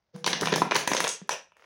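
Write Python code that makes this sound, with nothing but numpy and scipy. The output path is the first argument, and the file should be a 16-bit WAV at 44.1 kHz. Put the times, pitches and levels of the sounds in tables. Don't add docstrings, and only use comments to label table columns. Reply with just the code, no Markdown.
import sys
import numpy as np
from scipy import signal
from scipy.io import wavfile

SR = 44100
rng = np.random.default_rng(int(sys.argv[2]) if len(sys.argv) > 2 else 0)


def generate_wav(sig):
    pcm = np.round(np.clip(np.atleast_2d(sig).T, -1, 1) * 32767).astype(np.int16)
    wavfile.write(sys.argv[1], SR, pcm)


N = 72765
SIZE = 4096
T = np.arange(SIZE) / SR

# frequency in Hz, level in dB.
ROOM_TONE_EQ = [(25, -7), (80, 10.5), (700, -13.5), (2000, -9), (5000, -32)]
CRINKLE_EQ = [(80, -34), (200, 3), (500, 20.5), (1100, 15), (2500, 3.5), (5000, 8), (6200, 4),
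              (8000, -17.5), (10000, -14.5), (13000, -32), (15500, -8)]
# time in seconds, level in dB.
CRINKLE_FADER = [(.13, -84), (.15, -50), (.235, -74), (.27, -37), (.39, -47), (.44, -38), (.58, -50),
                 (.69, -52.5), (.78, -33), (.86, -47), (.92, -43), (1.06, -38.5), (1.12, -85), (1.555, -87),
                 (1.572, -71), (1.65, -62.5)]
HUM_FADER = [(.132, -105), (.139, -61), (.146, -37), (.21, -57), (.248, -40), (.338, -40.5), (.394, -57),
             (.428, -25.5), (.48, -40), (.522, -34.5), (.636, -34), (.66, -36.5), (.748, -62),
             (.766, -42.5), (.842, -57), (1.05, -48), (1.18, -85), (1.65, -84.5)]
# pitch in Hz, level in dB, decay in seconds.
TOUCH_MODES = [(486, -47, 0.4), (710, -84, .015), (342, -54.5, 0.08)]
# start in seconds, tick level in dB, fizz level in dB.
TICKS = [(0.162, -25, -32.5), (1.2755, -47, -46), (1.5205, -32.5, -61), (1.568, -32, -44.5),
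         (1.596, -33.5, -62), (1.623, -29.5, -50), (1.642, -30, -50)]
# start in seconds, buckle level in dB and pitch in Hz, pop level in dB and
# pitch in Hz, crack level in dB and centre in Hz, fizz level in dB, decay of buckle and pop in cycles.
SNAPS = [(0.2439, -17.5, 367, -6.5, 1050, -3.5, 4000, -42, 0.46),
         (0.263, -9, 445, -9, 1170, 1, 3860, -13.5, 1.4),
         (0.2649, -12, 370, -0.5, 940, 0.5, 3870, -40, 0.33),
         (0.2736, -4, 413, -1, 850, -8, 3440, -13, 0.32),
         (0.277, -31, 490, -1, 1710, -2.5, 2980, -37, 0.52),
         (0.3308, -9, 314, -2, 1630, 3, 3650, -46, 0.42), (0.336, -11, 270, -5, 1600, -24, 4200, -50, 0.16),
         (0.411, -11, 375, -10, 1370, -3.5, 4100, -15.5, 0.1),
         (0.42, 0.5, 390, -6, 970, -30, 4200, -24, 0.89), (0.426, -9, 250, -6, 750, -17, 4400, -27, 0.22),
         (0.4316, -10, 223, 0.5, 1210, -28, 4100, -39, 0.44),
         (0.457, -17, 460, -4, 1580, -4.5, 3900, -18, 0.26),
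         (0.472, -7, 458, 1.5, 1170, -0.5, 2820, -40, 0.57),
         (0.484, -19, 364, -3, 1110, -9.5, 3150, -45, 0.28),
         (0.522, -3.5, 595, -1, 1010, -4.5, 3070, -35.5, 0.41),
         (0.5256, 7.5, 413, -4.5, 1400, -4, 3260, -25.5, 1.7),
         (0.5293, -1.5, 380, -0.5, 1150, -26, 3080, -30, 0.18),
         (0.539, -3.5, 344, -1, 1570, 0, 3600, -26, 0.25),
         (0.5594, -6.5, 434, 1.5, 780, -3, 5070, -11, 0.63),
         (0.5804, -1, 495, -3, 850, -14.5, 5400, -25, 0.42),
         (0.6187, 1.5, 320, 11, 1080, -8, 3170, -24, 0.56), (0.7108, -3, 472, -2, 1057, 0, 2760, -50, 0.51),
         (0.7176, -23, 516, 2.5, 871, -5, 2870, -37, 0.48),
         (0.721, -1.5, 415, 3.5, 1470, -22, 2900, -32, 0.42),
         (0.747, -24, 495, -29, 1850, -10, 4730, -18, 0.31),
         (0.7526, -37, 334, -0.5, 1280, -26.5, 3600, -22, 0.2),
         (0.755, -10, 412, 2, 1105, 2.5, 3940, -24, 0.64),
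         (0.7572, -2, 420, 1.5, 1040, -10.5, 3930, -31, 1.9),
         (0.763, -4.5, 390, 3, 1540, -1.5, 3970, -8, 0.19),
         (0.8751, -1, 400, 3, 900, -4.5, 3520, -10.5, 0.22),
         (0.8763, -3, 520, 0, 1550, -4.5, 4200, -11, 0.27),
         (0.9162, -0.5, 285, 4, 1050, -5.5, 3080, -33, 0.28),
         (0.9201, -17, 400, -13, 1800, -13, 2900, -30, 0.39),
         (0.9343, -6, 457, 0.5, 1620, -1.5, 6260, -19, 0.3),
         (0.9481, -1, 448, 0, 955, -6.5, 4500, -16.5, 0.39),
         (0.967, -13.5, 423, -3.5, 1520, 0, 4500, -33, 0.18),
         (0.977, -8.5, 495, -14.5, 1600, -4.5, 4580, -28, 1.9),
         (0.983, -15, 500, -12.5, 1560, -10, 4550, -36, 0.2),
         (1.004, -8, 346, 4.5, 1400, -4, 4000, -9, 0.26),
         (1.0414, -3.5, 478, -5.5, 1490, -3, 3500, -14, 0.77),
         (1.046, -6, 508, -1, 1076, -4.5, 3220, -33, 0.7),
         (1.0705, -14.5, 520, -3, 1300, -9, 3400, -40, 0.69),
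         (1.0777, -31, 530, -12.5, 1150, -1.5, 6800, -21, 0.28),
         (1.0907, -42, 484, -31, 1330, -1, 8200, -22, 0.35),
         (1.2925, -8.5, 555, 4.5, 1182, -3.5, 4900, -15, 0.44)]
# pitch in Hz, level in dB, width in Hz.
WALL_MODES = [(994, 1, 97), (1192, -12.5, 17), (1716, -6, 270)]
# frequency in Hz, level in dB.
TICK_EQ = [(100, -31.5), (450, -3.5), (1000, 0.5), (1900, -2.5), (3000, -8), (4500, -28), (6200, -29),
           (8000, -46), (15000, -60)]
FIZZ_EQ = [(3000, -34.5), (6500, 8), (7500, -1.5), (8300, -3), (10000, 2.5), (11500, -8), (13500, -12.5),
           (15300, -8)]
RATTLE_EQ = [(200, -40.5), (600, 2), (1000, 1.5), (1700, 4.5), (2400, -0.5), (4000, -37)]
CRACK_EQ = [(500, -19), (1500, -8.5), (2400, -0.5), (3800, -1.5), (5000, -4), (6200, 0), (7300, -12),
            (10000, -12.5), (13000, -34.5)]
SHIVER_EQ = [(300, -25), (450, -8), (540, 0), (680, -7), (1000, -12), (1900, -21.5), (2600, -5),
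             (4500, -23.5), (5400, -13), (5850, -6), (6500, -20.5), (7500, -26), (12000, -44)]
# start in seconds, level in dB.
THUDS = [(0.422, -23), (0.618, -16.5), (0.918, -25)]
# frequency in Hz, level in dB.
REVERB_EQ = [(60, -20), (150, 4.5), (300, -5.5), (500, -3.5), (1100, -11), (2000, -2), (2700, -1),
             (4300, -7), (6000, -0.5), (8000, -2), (10000, -0.5), (15000, -2.5)]
# frequency in Hz, time to fall 60 dB in seconds.
REVERB_T60 = [(200, 0.31), (500, 0.23), (1000, 0.28), (2800, 0.31), (6000, 0.24), (10000, 0.16),
              (15000, 0.11)]

BUCKLE_TRIM_DB, POP_TRIM_DB, CRACK_TRIM_DB, FIZZ_TRIM_DB = -2, -2, -1.5, 3.5
THUMP_RISE_S, RATTLE_DECAY_S = 0.00087, 0.0032


def amp(db):
    return 10 ** (np.asarray(db) / 20)


def unit(x):
    return x / np.sqrt(np.sum(x ** 2) + 1e-20)


def curve_at(points, hz):
    f, value = np.transpose(points)
    return np.interp(np.log(hz + 1), np.log(f), value)


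def fader(points):
    return amp(np.interp(np.arange(N) / SR, *np.transpose(points)))


def add(mix, start_s, sound):
    part = mix[max(round(start_s * SR), 0):][:len(sound)]
    part += sound[:len(part)]


def eq(x, curve):
    log_gain = np.log(amp(curve_at(curve, abs(np.fft.fftfreq(SIZE, 1 / SR)))))
    taps = np.fft.ifft(np.exp(np.conj(signal.hilbert(log_gain)))).real
    return signal.fftconvolve(x, taps[:SIZE // 2])[:len(x)]


def noise_bed(curve):
    return np.sqrt(N) * unit(eq(rng.standard_normal(N), curve))


def ring(hz, decay_s, rise_s):
    return unit(np.sin(2 * np.pi * hz * T) * np.exp(-T / decay_s) * (1 - np.exp(-T / rise_s)) ** 2)


def reverb(x):
    gap_s, hold_s = 0.004, 0.039
    hz = np.fft.rfftfreq(256, 1 / SR)[:, None]
    t = np.arange(SR // 256) * 128 / SR
    wash = rng.standard_normal((len(hz), len(t))) + 1j * rng.standard_normal((len(hz), len(t)))
    wash *= amp(-60 * np.maximum(t - hold_s, 0) / curve_at(REVERB_T60, hz))
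    early_lift_db = 0.5 * (1 - np.clip((t - 0.0046) / 0.0039, 0, 1))
    wash *= amp(early_lift_db) * (t > gap_s)
    response = eq(unit(signal.istft(wash)[1]), REVERB_EQ)
    response[0] += 1
    return signal.fftconvolve(x, response)


def room_tone():
    return amp(-83.5) * noise_bed(ROOM_TONE_EQ)


def crinkle(clicks_per_s=760):
    clicks = rng.choice([-1, 1], N) * (rng.random(N) < clicks_per_s / SR)
    return reverb(fader(CRINKLE_FADER) * np.sqrt(N) * unit(eq(clicks, CRINKLE_EQ)))[:N]


def air_hum(neck_hz=165.9, waver_depth=0.051, roughness=0.71):
    slow_eq = [(35, 17), (70, -0.5), (200, -121), (600, -100)]
    pitch_hz = neck_hz * (1 + waver_depth * noise_bed(slow_eq))
    tone = np.exp(2j * np.pi * np.cumsum(pitch_hz) / SR)
    flutter = 1 + roughness * (noise_bed(slow_eq) + 1j * noise_bed(slow_eq))
    return fader(HUM_FADER) * np.sqrt(N) * unit((tone * flutter).real)


def sole_touch(start_s=0.137, rise_s=0.0037):
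    out, t = np.zeros(N), np.arange(SR // 2) / SR
    attack = 1 - np.exp(-t / rise_s)
    for hz, db, decay_s in TOUCH_MODES:
        add(out, start_s, amp(db) * np.sin(2 * np.pi * hz * t) * np.exp(-t / decay_s) * attack)
    return out


def scatter(decay_s, click_share):
    burst = np.sqrt(1 - click_share) * unit(rng.standard_normal(SIZE) * np.exp(-T / decay_s))
    burst[0] += np.sqrt(click_share)
    return burst


def rattle(curve, decay_s=RATTLE_DECAY_S, click_share=0.4):
    return unit(eq(scatter(decay_s, click_share), curve))


def fizz():
    return rattle(FIZZ_EQ, decay_s=0.0031, click_share=0.101)


def ticks():
    out = np.zeros(N)
    for start_s, tick_db, fizz_db in TICKS:
        add(out, start_s, reverb(amp(tick_db) * rattle(TICK_EQ) + amp(fizz_db) * fizz()))
    return out


def buckle(hz, cycles, puff_s=0.0018):
    puff = unit((1 - T / puff_s) * np.exp(-T / puff_s) * (1 - np.exp(-T / THUMP_RISE_S)))
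    return ring(hz, decay_s=cycles / hz, rise_s=0.51 / hz) + amp(-19.5) * puff


def pop(hz, cycles):
    panel = ring(hz, decay_s=cycles / hz, rise_s=0.75 / hz)
    scattered = unit(signal.fftconvolve(scatter(RATTLE_DECAY_S, click_share=0.65), panel)[:SIZE])
    hit = unit(scattered + 0.35 * rattle(RATTLE_EQ))
    hit = signal.lfilter(*signal.butter(2, 0.38 * hz, "high", fs=SR), hit)
    ringing = sum(amp(db) * signal.lfilter(*signal.iirpeak(mode_hz, mode_hz / width_hz, SR), hit)
                  for mode_hz, db, width_hz in WALL_MODES)
    return unit(hit + ringing)


def crack(centre_hz, fall_db_per_octave=13.5):
    curve = [(hz, db - fall_db_per_octave * abs(np.log2(hz / centre_hz))) for hz, db in CRACK_EQ]
    return rattle(curve, decay_s=0.0035, click_share=0.13)


def snaps():
    out = np.zeros(N)
    for start_s, buckle_db, buckle_hz, pop_db, pop_hz, crack_db, crack_hz, fizz_db, cycles in SNAPS:
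        snap = (amp(BUCKLE_TRIM_DB + buckle_db) * buckle(buckle_hz, cycles)
                + amp(POP_TRIM_DB + pop_db) * pop(pop_hz, cycles)
                + amp(CRACK_TRIM_DB + crack_db) * crack(crack_hz)
                + amp(FIZZ_TRIM_DB + fizz_db) * fizz())
        add(out, start_s, reverb(snap))
    return out


def thuds():
    out = np.zeros(N)
    for start_s, db in THUDS:
        add(out, start_s, amp(db) * ring(hz=119, decay_s=0.0024, rise_s=THUMP_RISE_S))
    return out


def heel(start_s=1.216):
    thump = amp(-13) * ring(hz=187, decay_s=0.011, rise_s=THUMP_RISE_S)
    knock = amp(-22.5) * ring(hz=334, decay_s=0.0013, rise_s=THUMP_RISE_S)
    click = amp(-30.5) * rattle(RATTLE_EQ)
    out = np.zeros(N)
    add(out, start_s, thump)
    add(out, start_s, reverb(knock + click))
    return out


def shiver(start_s=1.305, rise_s=0.0022, decay_s=0.037):
    t = np.maximum(np.arange(N) / SR - start_s, 0)
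    swell = (1 - np.exp(-t / rise_s)) ** 2 * np.exp(-t / decay_s)
    return amp(0.5) * unit(eq(swell * rng.standard_normal(N), SHIVER_EQ))


def scene(low_cut_hz=149):
    bed = room_tone()
    light_layers = crinkle() + air_hum() + sole_touch() + ticks() + snaps() + heel() + shiver()
    low_cut = signal.butter(4, low_cut_hz, "high", fs=SR, output="sos")
    return (bed + signal.sosfilt(low_cut, light_layers) + thuds())[None]


def record(dry):
    high_cut = signal.firwin(255, 16100, window=("kaiser", 9), fs=SR)
    return signal.oaconvolve(dry, high_cut[None], "same")


dry = scene()
out = record(dry)
generate_wav(out)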